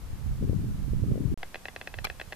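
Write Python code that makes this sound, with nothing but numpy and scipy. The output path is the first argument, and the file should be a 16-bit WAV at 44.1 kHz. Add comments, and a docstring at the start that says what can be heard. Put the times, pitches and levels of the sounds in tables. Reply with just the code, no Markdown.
"""A gusty rumble comes first: wind buffets the two ports of a microphone below a stork nest. The sound drops
out briefly and the scene changes: in calmer air two storks clatter, each at its own pace: the mandibles touch,
slam shut and excite the damped modes of the bill and the throat pouch. One dry scrape sounds close to the
microphone; a steady hiss lies under wind and clatter alike."""
import sys
import numpy as np
from scipy import signal
from scipy.fft import rfft, irfft
from scipy.io import wavfile
from scipy.ndimage import uniform_filter1d

SR = 44100
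rng = np.random.default_rng(int(sys.argv[2]) if len(sys.argv) > 2 else 0)


def to_wav(s):
    """Save 16-bit WAV."""
    ch = np.atleast_2d(s).T  # columns
    pcm = np.round(np.clip(ch, -1, 1) * 32767)  # PCM
    wavfile.write(sys.argv[1], SR, pcm.astype(np.int16))


N = 103635


def undb(db):
    return 10 ** (np.asarray(db) / 20)


def seconds():
    return np.arange(N) / SR


def pan(db):
    """Constant-power panning: left and right gains for a level difference, left minus right."""
    gains = undb(np.array([np.atleast_1d(db), -np.atleast_1d(db)]) / 2)
    return gains / np.sqrt(np.mean(gains ** 2, axis=0))


def unit_rms(x):
    return x / np.sqrt(np.mean(x ** 2))


def at_hz(points, hz):
    """Interpolation of (f/Hz, level/dB) points on a logarithmic frequency axis."""
    f, db = np.array(points).T
    return np.interp(np.log(np.maximum(hz, 1)), np.log(f), db)


def butter(x, hz, kind, order=2):
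    return signal.sosfilt(signal.butter(order, hz, kind, fs=SR, output="sos"), x)


def decay(t, t60):
    return np.exp(-np.log(1000) * t / t60)


def ring(t, hz, db, t60, rise_s):
    """Damped oscillator struck at t = 0, building up over the contact; db is its gain at resonance."""
    age = np.maximum(t, 0)
    amplitude = undb(db) * 2 * np.log(1000) / (t60 * SR)
    return amplitude * (1 - np.exp(-age / rise_s)) * decay(age, t60) * np.cos(2 * np.pi * hz * age)


def reverberation(x, db, t60, size=16384):
    """Diffuse field: convolution with exponentially decaying noise, independent in each channel."""
    tail = rng.standard_normal((2, size)) * decay(np.arange(size) / SR, t60)
    return undb(db) * signal.fftconvolve(x, unit_rms(tail) / np.sqrt(size), axes=1)[:, :N]


def air(windy, db):
    """Partial coherence: distant outdoor noise, partly common to both ports, merges into unrelated hiss."""
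    # background spectra in wind and in calm: f/Hz, relative spectral level/dB
    windy_spectrum = [(30, -35), (200, -2), (600, -14), (1100, -15), (2000, -20), (4000, -23.5),
                      (8000, -25.5), (14000, -26.5)]
    calm_spectrum = [(30, 7), (200, 1), (350, -8.5), (650, -6.5), (1200, -10), (2000, -13.5), (4000, -16.5),
                     (8000, -18), (14000, -20.5)]
    f = np.arange(N // 2 + 1) * SR / N
    noise = rfft(rng.standard_normal((3, N)))
    shared = 0.55 / (1 + (f / 1710) ** 2)  # fraction of the power
    mixed = np.sqrt(1 - shared) * noise[:2] + np.sqrt(shared) * noise[2]
    colour = undb(at_hz(windy_spectrum if windy else calm_spectrum, f))
    return undb(db) * unit_rms(irfft(mixed * colour, N))


def turbulence(db, edge_hz, pan_db):
    """Turbulent pressure, uncorrelated at the two ports: each surge is louder and reaches higher."""
    low_hz, knee_hz, flutter_hz, edge_order = 22, 119, 38, 4.46
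    flutter = unit_rms(butter(rng.standard_normal((2, N)), flutter_hz, "low"))
    edge = edge_hz * np.exp(0.2 * flutter)
    f = np.arange(N // 2 + 1) * SR / N
    noise = rfft(rng.standard_normal((2, N)))
    rumble, power = 0, 0
    for hz in 16 * 2 ** (np.arange(14) / 2):  # half-octave bands
        band = unit_rms(irfft(noise * (np.abs(np.log2((f + 1) / hz)) < 1 / 4), N))
        band_power = hz / (1 + (low_hz / hz) ** 2) / (1 + (hz / knee_hz) ** 2)
        band_power /= 1 + (hz / edge) ** (2 * edge_order)
        rumble += np.sqrt(band_power) * band
        power += band_power
    return rumble / np.sqrt(power) * undb(db + 0.96 * (flutter - 0.5)) * pan(pan_db)


def breeze():
    """Weak turbulence: a faint low rumble under the clatter."""
    # strength of the breeze: t/s, level/dB
    envelope = [(1.38, -57), (1.6, -55.5), (1.88, -57.5), (1.991, -37), (2.12, -42.5), (2.2, -48.5),
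                (2.28, -43.5), (2.35, -63)]
    return turbulence(np.interp(seconds(), *np.array(envelope).T), edge_hz=84, pan_db=-11.5)


def gusts():
    """Wind noise: turbulence swells twice, and single eddies push and pull at the ports."""
    # wind at the ports: t/s, level/dB, upper edge f/Hz, left minus right/dB
    swells = [(0, -42.5, 114, 4.5), (.135, -33, 134, 5), (.175, -41.5, 129, -6), (0.322, -24, 150.4, -6),
              (.36, -34, 136, 2), (0.439, -25, 242, 2), (.55, -29, 260, 9.5), (.645, -26, 242, -5),
              (.79, -33.5, 157, 0.5), (.84, -28.5, 196, -10.5), (.99, -25, 178, -4), (1.04, -33, 244, -5),
              (1.10, -23.5, 273, -1.5), (1.145, -30, 227, -2), (1.19, -30, 306, 2.5), (1.28, -29, 231, 14),
              (1.339, -26.5, 330, -2.5)]
    # single eddies: t/s, level/dB, f/Hz, left minus right/dB
    eddies = [(.427, -21, 337, 11), (0.497, -11.5, 106, 15), (.497, -18.5, 340, 31), (.532, -20, 347, 25),
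              (.448, -20.5, 149, 0), (.565, -14.5, 127, 16), (.935, -23, 320, -21), (1.032, -12, 94, -32),
              (1.039, -23, 332, 4), (1.088, -22.5, 200, -1), (1.117, -22.5, 333, -5),
              (1.122, -10.5, 120, -18), (1.158, -20, 366, 26), (1.179, -22.5, 386, 14),
              (1.208, -17.5, 220.8, 15), (1.259, -14, 119, 26), (1.326, -18.5, 215, 17)]
    t = seconds()
    times, *columns = np.array(swells).T
    wind = turbulence(*(np.interp(t, times, column) for column in columns))
    for when, db, hz, pan_db in eddies:
        cycles = (t - when) * hz
        window = np.exp(-(cycles / 0.34) ** 2 / 2)  # leaves about one push and one pull
        wind += undb(db) * pan(pan_db) / np.sqrt(2) * np.sin(-2 * np.pi * cycles) * window
    return wind


def thump(when, db=-34, decay_s=0.089):
    """Exponential relaxation: a level that sinks from t = when, heard as a soft thump when gated on."""
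    return undb(db) * np.exp(-np.maximum(seconds() - when, 0) / decay_s)


def scrape(size=4096):
    """Friction: something dry catches twice, and bursts of tiny uneven clicks ring a hard body."""
    # catches: t/s, relative level/dB, Gaussian width/s, left minus right/dB
    catches = [(2.0451, -27.5, 0.0014, -4.5), (2.0505, -26, .0016, -4)]
    # modes of the body: f/Hz, relative gain at resonance/dB, T60/s, left minus right/dB
    modes = [(850, -0.5, .014, 3), (1265, 2.5, .012, 12), (1534, 3.5, 0.0079, 6), (2310, 8.5, 0.0073, 10),
             (3190, 1.5, 0.0066, -1.5), (3930, -0.5, 0.0052, 4), (5160, -0.5, 0.012, 22),
             (7800, -15, 0.0046, -13), (10440, -9, 0.0035, -23), (11470, -6, .005, -10)]
    t = seconds()
    force = sum(undb(db) * pan(pan_db) * np.exp(-((t - when) / width) ** 2 / 2)
                for when, db, width, pan_db in catches)
    grit = unit_rms(rng.standard_normal((2, N)) * undb(3.5 * rng.standard_normal(N)))
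    body = sum(pan(pan_db) * ring(t[:size], hz, db, t60, rise_s=0.00007)
               for hz, db, t60, pan_db in modes)
    direct = undb(8.5) * signal.fftconvolve(force * grit, body, axes=1)[:, :N]
    return direct + reverberation(butter(direct, 4000, "low"), db=-3, t60=0.059)


def stork(clacks, bill, rise_s, size=4096):
    """Modal superposition: a touch and a slam ring the bill and throat pouch, never quite alike."""
    # level difference of a clack between the ports: f/Hz, left minus right/dB
    balance = [(500, -1), (1000, 1.5), (1750, 5.5), (2600, -3.5), (3300, -1.5), (4200, 3), (6000, -10)]
    left_lag_s, pouch_t60_s = 0.00004, 0.022
    clatter = np.zeros((2, N + size))
    for when, db, pouch_hz, pouch_db, lead, touch in clacks:
        start = int((when - 2 * lead) * SR)
        t = (start + np.arange(size)) / SR - when - np.array([[left_lag_s], [0]])
        for hz, mode_db, t60 in list(bill) + [(pouch_hz, pouch_db, pouch_t60_s)]:
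            detune, scatter_db = rng.standard_normal(2) * (0.006, 0.9)
            mode = hz * (1 + detune), db + mode_db + scatter_db, t60, rise_s
            clack = ring(t, *mode) + touch * ring(t + lead, *mode)
            clatter[:, start:start + size] += pan(at_hz(balance, hz)) * clack
    return butter(butter(clatter[:, :N], 350, "high", order=4), 5560, "low", order=3)


def nest():
    """Direct and reflected sound: a quicker and a slower stork clatter, and roof and yard reverberate."""
    # clacks: t/s, level/dB, pouch f/Hz, pouch gain/dB, lead of touch/s, signed ratio of touch to slam
    quick_clacks = [(1.5445, -1.5, 600, 2.5, .0011, -0.18), (1.6552, -2.5, 580, 5, 0.00091, -0.11),
                    (1.7622, -1.5, 553, 1, 0.0011, -0.2), (1.8738, -2, 570, 4, .001, -0.13),
                    (1.9871, -3, 554, 4, 0.00083, -0.21), (2.0999, -2, 530, 1, 0.00103, -0.25),
                    (2.2136, -1.5, 544, 2.5, 0.0011, -0.21), (2.3238, -4, 560, 5.5, 0.0008, -0.3)]
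    slow_clacks = [(1.4311, 1.5, 707, 6, 0.00129, 0.52), (1.5562, -0.5, 640, 3.5, 0.0012, 0.28),
                   (1.6844, -1, 610, 0, 0.0011, 0.5), (1.8135, -0.5, 630, 4, 0.0012, 0.41),
                   (1.9410, -1.5, 617, 2, .0012, 0.44), (2.0700, -0.5, 624, 0.5, 0.0012, 0.45),
                   (2.1994, -1.5, 610, 3.5, 0.0012, 0.87), (2.3299, -4, 590, 6, 0.0011, .5)]
    # modes of each bill: f/Hz, gain at resonance/dB, T60/s
    quick_bill = [(510, -3, 0.0062), (715, 3.5, 0.026), (1130, -4.5, 0.03), (1694, 2, 0.012),
                  (1832, 7.5, 0.015), (2000, -15, 0.016), (2537, 7, 0.02), (3110, -11, 0.01),
                  (3330, -14, .013), (3990, -3.5, 0.025), (4080, -22, .009), (5500, -6.5, 0.027)]
    slow_bill = [(488, 6, .022), (758, -5.5, 0.032), (978, -8, 0.0091), (1700, -2, 0.019),
                 (1836, -4, 0.018), (2003, 6, 0.017), (2517, -4.5, 0.013), (2614, -3.5, 0.015),
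                 (3386, -3.5, 0.017), (4220, -10.5, .011), (5100, -45, .006)]
    quick = stork(quick_clacks, quick_bill, rise_s=0.0001)
    slow = stork(slow_clacks, slow_bill, rise_s=0.00017)
    direct = quick + slow
    roof = reverberation(direct, db=-10.5, t60=0.037)
    yard = reverberation(direct, db=-15.5, t60=0.17)
    return direct + roof + yard


def scene():
    """Superposition and gating: wind, a short silence, then a soft thump and the clattering pair."""
    wind_end_s, calm_start_s = 1.342, 1.3755
    t = seconds()
    storks = nest()
    windy = gusts() + air(windy=True, db=-51.5)
    calm = storks + scrape() + breeze() + air(windy=False, db=-50) + thump(calm_start_s)
    wind_gate = uniform_filter1d(1. * (t < wind_end_s), size=64)
    return windy * wind_gate + calm * (t > calm_start_s)


def record(dry):
    """Band limiting: a steep elliptic low-pass removes the treble above 14.3 kHz."""
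    return signal.sosfilt(signal.ellip(10, .2, 70, 14300, fs=SR, output="sos"), dry)


dry = scene()
out = record(dry)
to_wav(out)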